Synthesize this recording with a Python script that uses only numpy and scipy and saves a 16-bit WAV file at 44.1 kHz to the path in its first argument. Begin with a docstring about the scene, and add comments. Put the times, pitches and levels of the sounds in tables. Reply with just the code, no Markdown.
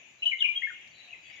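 """A wooded hillside, heard through a stereo microphone. Close by, a songbird sings one quick phrase of
slurred, mostly falling whistles from both sides of its voice box; trunks and slope scatter it back.
A small bird whistles thinly above it. Farther birds answer, and their chorus blurs into a bright wash.
Behind them: faint low tones, one dry tick, a thin insect hiss and the low murmur of the open air."""
import sys
import numpy as np
from scipy import signal
from scipy.fft import rfft, irfft, next_fast_len
from scipy.io import wavfile
from scipy.ndimage import uniform_filter1d, map_coordinates

SR = 44100
rng = np.random.default_rng(int(sys.argv[2]) if len(sys.argv) > 2 else 0)


def materialize(psi):
    """Save the field psi as 16-bit PCM at rate SR to the path in sys.argv[1].

    A 1-D psi becomes a single channel; in a 2-D psi each row is a channel.
    """
    bounded = np.clip(np.atleast_2d(psi).T, -1, 1)
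    quanta = np.round(bounded * 32767).astype(np.int16)
    wavfile.write(sys.argv[1], SR, quanta)


N = 61739

# Songbird near the microphone, heard stronger but slightly later on the left.
# Note columns: start t/s, length/s, onset f/Hz, held f/Hz, settling/s, attack/s, level/dB,
# swell over the note/dB, warble/share of pitch, left over right/dB
NEAR_NOTES = [ (.221, 0.029, 2550, 2907, 0.0073, 0.0048, -32, -4, 0.058, 5.5),
              (.2555, .036, 3713, 2971, 0.00099, .005, -22, 3, .02, 7.5),
              (.294, 0.016, 3025, 3037, 0.0064, 0.0084, -32.5, -10.5, .01, 16),
              (.311, 0.044, 3000, 2115, 0.0057, 0.011, -29.5, -8.5, .02, 7.5),
              (.383, 0.034, 3147, 3525, 0.0094, 0.014, -43, 4.5, .07, 6.5),
              (.403, 0.042, 3775, 2800, .008, 0.011, -24, 0, 0.015, 7.5),
              (.438, 0.041, 2854, 2424, .004, 0.0079, -25.5, 0.5, .05, 11.5),
              (.480, .030, 2440, 2382, 0.0063, .012, -22.5, 1.5, 0.0024, 11.5),
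              (.555, 0.031, 3140, 3252, 0.0026, 0.0071, -29.5, 4.5, 0.0015, 4.5),
              (.619, 0.011, 1900, 2145, 0.0036, 0.005, -34, -13, .06, 12),
              (.627, 0.034, 2100, 2167, 0.0064, 0.0085, -25, 0.5, .003, 10),
              (.670, 0.039, 1672, 1834, 0.0067, 0.0058, -41.5, -1, 0.021, 7),
              (.700, 0.022, 1710, 1383, 0.0057, 0.0034, -48, -11.5, 0.039, 6.5)]
# Same bird, the second side of its voice box joining in briefly (note columns)
SECOND_VOICE_NOTES = [(.420, .018, 1547, 1728, .007, .007, -46.5, 0.21, 0.014, 4),
                      (.441, 0.024, 2950, 2695, .012, .008, -27.5, 1, 0.0301, 8.7)]
def near_bird(left_lag_s=.00056):
    """One phrase from both sides of the voice box; it arrives a little later, but stronger, on the left."""
    voice = whistles(NEAR_NOTES) + whistles(SECOND_VOICE_NOTES)
    song = hillside(voice, scatter_db=-13, tail_db=-15.5)
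    return filtered(song, lambda hz: np.exp(-2j * np.pi * hz * np.array([[left_lag_s], [0]])))


# Partials 2 to 5 of a whistle, before colouring: level/dB against the fundamental
PARTIALS_DB = [-46, -52, -67, -62]
# Colouring of those partials: f/Hz, gain/dB
PARTIAL_COLOUR = [(4300, -15.5), (4800, -3.5), (5700, 5), (7000, -5.5), (9000, -3.5), (9900, 3.5),
                  (11000, -11.5), (14000, -1)]
def whistles(notes, warble_hz=135, flutter_db=3, flutter_rate=220, release_share=.45):
    """Each note is a near-pure tone that slides onto its held pitch, warbling and swelling or fading."""
    out = np.zeros((2, N))
    for start, length, onset_hz, held_hz, settle, attack, db, swell_db, warble, pan_db in notes:
        t = np.clip(np.arange(N) / SR - start, 0, length)
        waver = np.sin(2 * np.pi * warble_hz * t) + .5 * wobble(flutter_rate)
        hz = (held_hz + (onset_hz - held_hz) * np.exp(-t / settle)) * (1 + warble * waver)
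        phase = 2 * np.pi * np.cumsum(hz) / SR
        tone = np.sin(phase)
        for k, partial_db in enumerate(PARTIALS_DB, 2):
            tone += amp(partial_db + along(PARTIAL_COLOUR, k * hz)) * np.sin(k * phase)
        ramp = np.minimum(t / attack, (1 - t / length) / release_share)
        gate = np.sin(np.pi / 2 * np.clip(ramp, 0, 1))
        level_db = db + swell_db * (t / length - .5) + flutter_db * wobble(flutter_rate)
        out += panned(pan_db) * np.sqrt(2) * tone * gate * amp(level_db)
    return out


# Echoes off the slope and the nearest trunks: delay t/s, left level/dB, right level/dB
SLOPE_ECHOES = [(.024, -11, -21), (.052, -19, -22.5), (.096, -43, -31.5)]
# Reverberation of the wood around the microphone: f/Hz, time to fall 60 dB/s
WOOD_DECAY = [(1300, 0.21), (2200, 0.81), (3200, 0.85), (5000, 1), (10000, 0.37)]
def hillside(x, scatter_db, tail_db, scatter_t60_s=.099):
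    """The direct sound, a few distinct echoes, quick scatter from undergrowth and the wood's long tail."""
    hz, frame_s, bands = signal.stft(rng.standard_normal((2, SR)), SR, nperseg=256)
    tail = signal.istft(bands * amp(-60 * frame_s / along(WOOD_DECAY, hz)[:, None]))[1][:, :SR]
    t = np.arange(SR) / SR
    scatter = rng.standard_normal((2, SR)) * amp(-60 * t / scatter_t60_s)
    response = amp(scatter_db) * unit(scatter * (1 - np.exp(-t / .008)))
    response += amp(tail_db) * unit(tail * (1 - np.exp(-t / .03)))  # the tail builds more slowly
    diffuse = signal.fftconvolve(x.mean(0)[None], response / np.sqrt(SR), axes=1)[:, :N]
    echoes = filtered(x, lambda f: sum(amp([[left], [right]]) * np.exp(-2j * np.pi * f * delay)
                                       for delay, left, right in SLOPE_ECHOES))
    return x + echoes + panned(db=2) * diffuse


# Small bird with a high voice, faint at the microphone (note columns)
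SMALL_BIRD_NOTES = [ (.185, 0.13, 4003, 3950, 0.024, .01, -59, 12, .003, 2),
                    (.908, 0.096, 4530, 4364, 0.049, .01, -69.5, 7.5, 0.0046, 2.5),
                    (.932, 0.097, 4035, 3945, 0.0235, 0.014, -58, 20, 0.0037, 3.9),
                    (1.035, 0.035, 4181, 3100, 0.044, 0.012, -60, -7, 0.0037, 2.5),
                    (1.218, 0.072, 5090, 4547, 0.02, 0.012, -70, 19, 0.00188, 4.6),
                    (1.285, 0.036, 4423, 5340, 0.046, 0.0038, -70.5, -1, .002, 1.7),
                    (1.325, 0.036, 5220, 5610, 0.0059, 0.0055, -68.5, 1, .004, 2.3)]
def small_bird():
    """Thin, drawn-out whistles above the others."""
    return hillside(whistles(SMALL_BIRD_NOTES), scatter_db=-5.5, tail_db=-6)


# Birds farther off in the wood, heard stronger on the left (note columns)
FAR_CALLS = [ (.085, 0.046, 2867, 2440, 0.0079, .01, -66, 8, 0.019, 1.9),
             (.738, .04, 2890, 2763, 0.0065, 0.0088, -50.5, 1, 0.011, 5.5),
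             (1.076, 0.043, 2396, 2854, .018, .008, -50, 1.8, .03, 8.1),
             (1.118, 0.022, 2732, 2530, 0.0052, .008, -45.5, 9, .02, 9.5),
             (1.135, .022, 2360, 2002, 0.0063, 0.0033, -50.5, 0, .015, 12),
             (1.172, 0.017, 2450, 2260, .005, 0.005, -59.5, 0, 0.012, 4.6),
             (1.252, .03, 3326, 3390, 0.012, 0.0077, -62, 0, 0.0069, 3),
             (1.300, 0.019, 3017, 2890, 0.0043, .01, -56.5, 0, 0.01, 2.6),
             (1.325, .048, 2300, 2235, 0.0064, 0.011, -54.5, 0.074, .008, 3.4),
             (1.358, 0.031, 3380, 3440, 0.0068, 0.014, -63, 0, 0.0093, 3),
             (1.365, 0.042, 2240, 2006, 0.0066, 0.018, -55, 0.23, 0.017, 6.1)]
def far_birds():
    """Single short calls, blurred by the wood on their way."""
    return hillside(whistles(FAR_CALLS), scatter_db=-7, tail_db=-8)


# Chorus from still farther away: f/Hz, relative level/dB
CHORUS_SPECTRUM = [(1200, -48), (1650, -10), (2000, -4.5), (2400, 4), (2900, -0.5), (3300, -8),
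                   (3800, -14.5), (4600, -49.5)]
# Its rise and fall at the microphone: t/s, level/dB
CHORUS_SWELLS = [(0, -54), (.1, -56), (0.178, -61.5), (0.499, -55), (.85, -52), (.92, -57), (1.02, -52.5),
                 (1.221, -57.5), (1.31, -48.5), (1.4, -52)]
def chorus():
    """Many distant birds merge into a bright wash of noise."""
    level_db = np.interp(np.arange(N) / SR, *np.transpose(CHORUS_SWELLS))
    return panned(db=7) * amp(level_db) * rush(CHORUS_SPECTRUM, patchy_db=1.5)


# Low tones far from the microphone (note columns)
DISTANT_LOW_NOTES = [ (.228, 0.056, 623.7, 730, 0.027, 0.022, -65, 0, .01, 0.0022),
                     (.455, 0.1, 1013, 977, .03, 0.016, -71, 0, .005, 0),
                     (.715, 0.04, 355.5, 336, 0.023, 0.014, -73, 0, 0.0082, 0),
                     (1.04, 0.18, 760, 645, .09, 0.025, -75.5, 0, 0.016, 0)]
def low_tones():
    """A few faint, low glides carried through the wood."""
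    return hillside(whistles(DISTANT_LOW_NOTES), scatter_db=-7.5, tail_db=-12)


# A tick, as it reaches the microphone: f/Hz, relative level/dB
TICK_SPECTRUM = [(1500, -30), (4000, 1.5), (7000, -6), (8500, -26), (14000, -28)]
def tick(start_s=.876, db=-56.5, t60_s=.026):
    """A faint dry tick, perhaps a twig: a burst of noise that dies at once."""
    t = np.arange(N) / SR - start_s
    return (t > 0) * amp(db - 60 * abs(t) / t60_s) * rush(TICK_SPECTRUM, patchy_db=-2.5)


# Insects all around the microphone: f/Hz, relative level/dB
INSECT_SPECTRUM = [(4500, -44), (5400, -9.5), (6100, -2.5), (6700, 2.5), (7200, -2), (7700, -28.5),
                   (9000, -61)]
def insects():
    """A thin, high hiss of insects that shimmers at a steady overall level."""
    return panned(db=1.5) * amp(-67.5) * rush(INSECT_SPECTRUM, patchy_db=4.5)


# Open air over the hillside, behind everything else: f/Hz, relative level/dB
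AIR_SPECTRUM = [(22, -30.5), (35, -20), (50, -8.5), (75, -4), (130, -1), (250, -4), (450, -5), (680, -1),
                (900, -6), (1300, -7.5), (3000, -10), (5000, -14), (7000, -38.5), (9000, -40), (15000, -28)]
def open_air(midway_db=-65.5, rise_db_per_s=1):
    """The low murmur of the open air, slowly growing."""
    level_db = midway_db + rise_db_per_s * (np.arange(N) - N / 2) / SR
    return amp(level_db) * rush(AIR_SPECTRUM, patchy_db=1.3)


# How alike diffuse sound is on the microphone's two sides: f/Hz, left-right correlation
STEREO_LIKENESS = [(60, 1), (250, 0.73), (600, .3), (2000, 0), (8000, 0.084)]
def rush(spectrum, patchy_db):
    """Stereo noise of rms 1 with patches of random gain, centred in the bass and wide in the treble."""
    def mid_side_gains(hz):
        angle = np.arccos(np.clip(along(STEREO_LIKENESS, hz), -1, 1)) / 2
        return amp(along(spectrum, hz)) * [np.cos(angle), np.sin(angle)]

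    bands = signal.stft(rng.standard_normal((2, N)), nperseg=512)[2]
    patches = uniform_filter1d(rng.standard_normal(bands.shape[1:]), size=3, axis=0)  # across pitch
    patches = uniform_filter1d(patches, size=9, axis=1)  # across time
    noise = signal.istft(bands * amp(patchy_db * unit(patches)))[1][:, :N]
    mid, side = filtered(noise, mid_side_gains)
    return unit(np.array([mid + side, mid - side]))


def amp(db):
    """Decibels to gain."""
    return 10 ** (np.asarray(db) / 20)


def unit(x):
    """Scale to rms 1."""
    return x / np.sqrt(np.mean(x ** 2) + 1e-20)


def along(points, hz):
    """Interpolate (f/Hz, value) points on a log frequency axis."""
    f, values = np.transpose(points)
    return np.interp(np.log(hz + 1), np.log(f + 1), values)


def panned(db):
    """Left and right gains of mean power 1, the left stronger by db."""
    return unit(amp([[db / 2], [-db / 2]]))


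def wobble(rate):
    """A smooth random curve, rate knots a second."""
    return map_coordinates(rng.standard_normal(N), [np.arange(N) * rate / SR], mode="mirror")


def filtered(x, response):
    """Multiply the spectrum of x by response(f/Hz)."""
    size = next_fast_len(N + SR // 2)
    return irfft(rfft(x, size) * response(np.fft.rfftfreq(size, 1 / SR)), size)[..., :N]


def scene():
    """Everything that reaches the microphone, from the near bird back to the open air."""
    birds = near_bird() + small_bird() + far_birds() + chorus()
    return birds + low_tones() + tick() + insects() + open_air()


def record(dry):
    """The microphone keeps nothing above its band limit of 15 kHz."""
    return filtered(dry, lambda hz: hz < 15000)


dry = scene()
out = record(dry)
materialize(out)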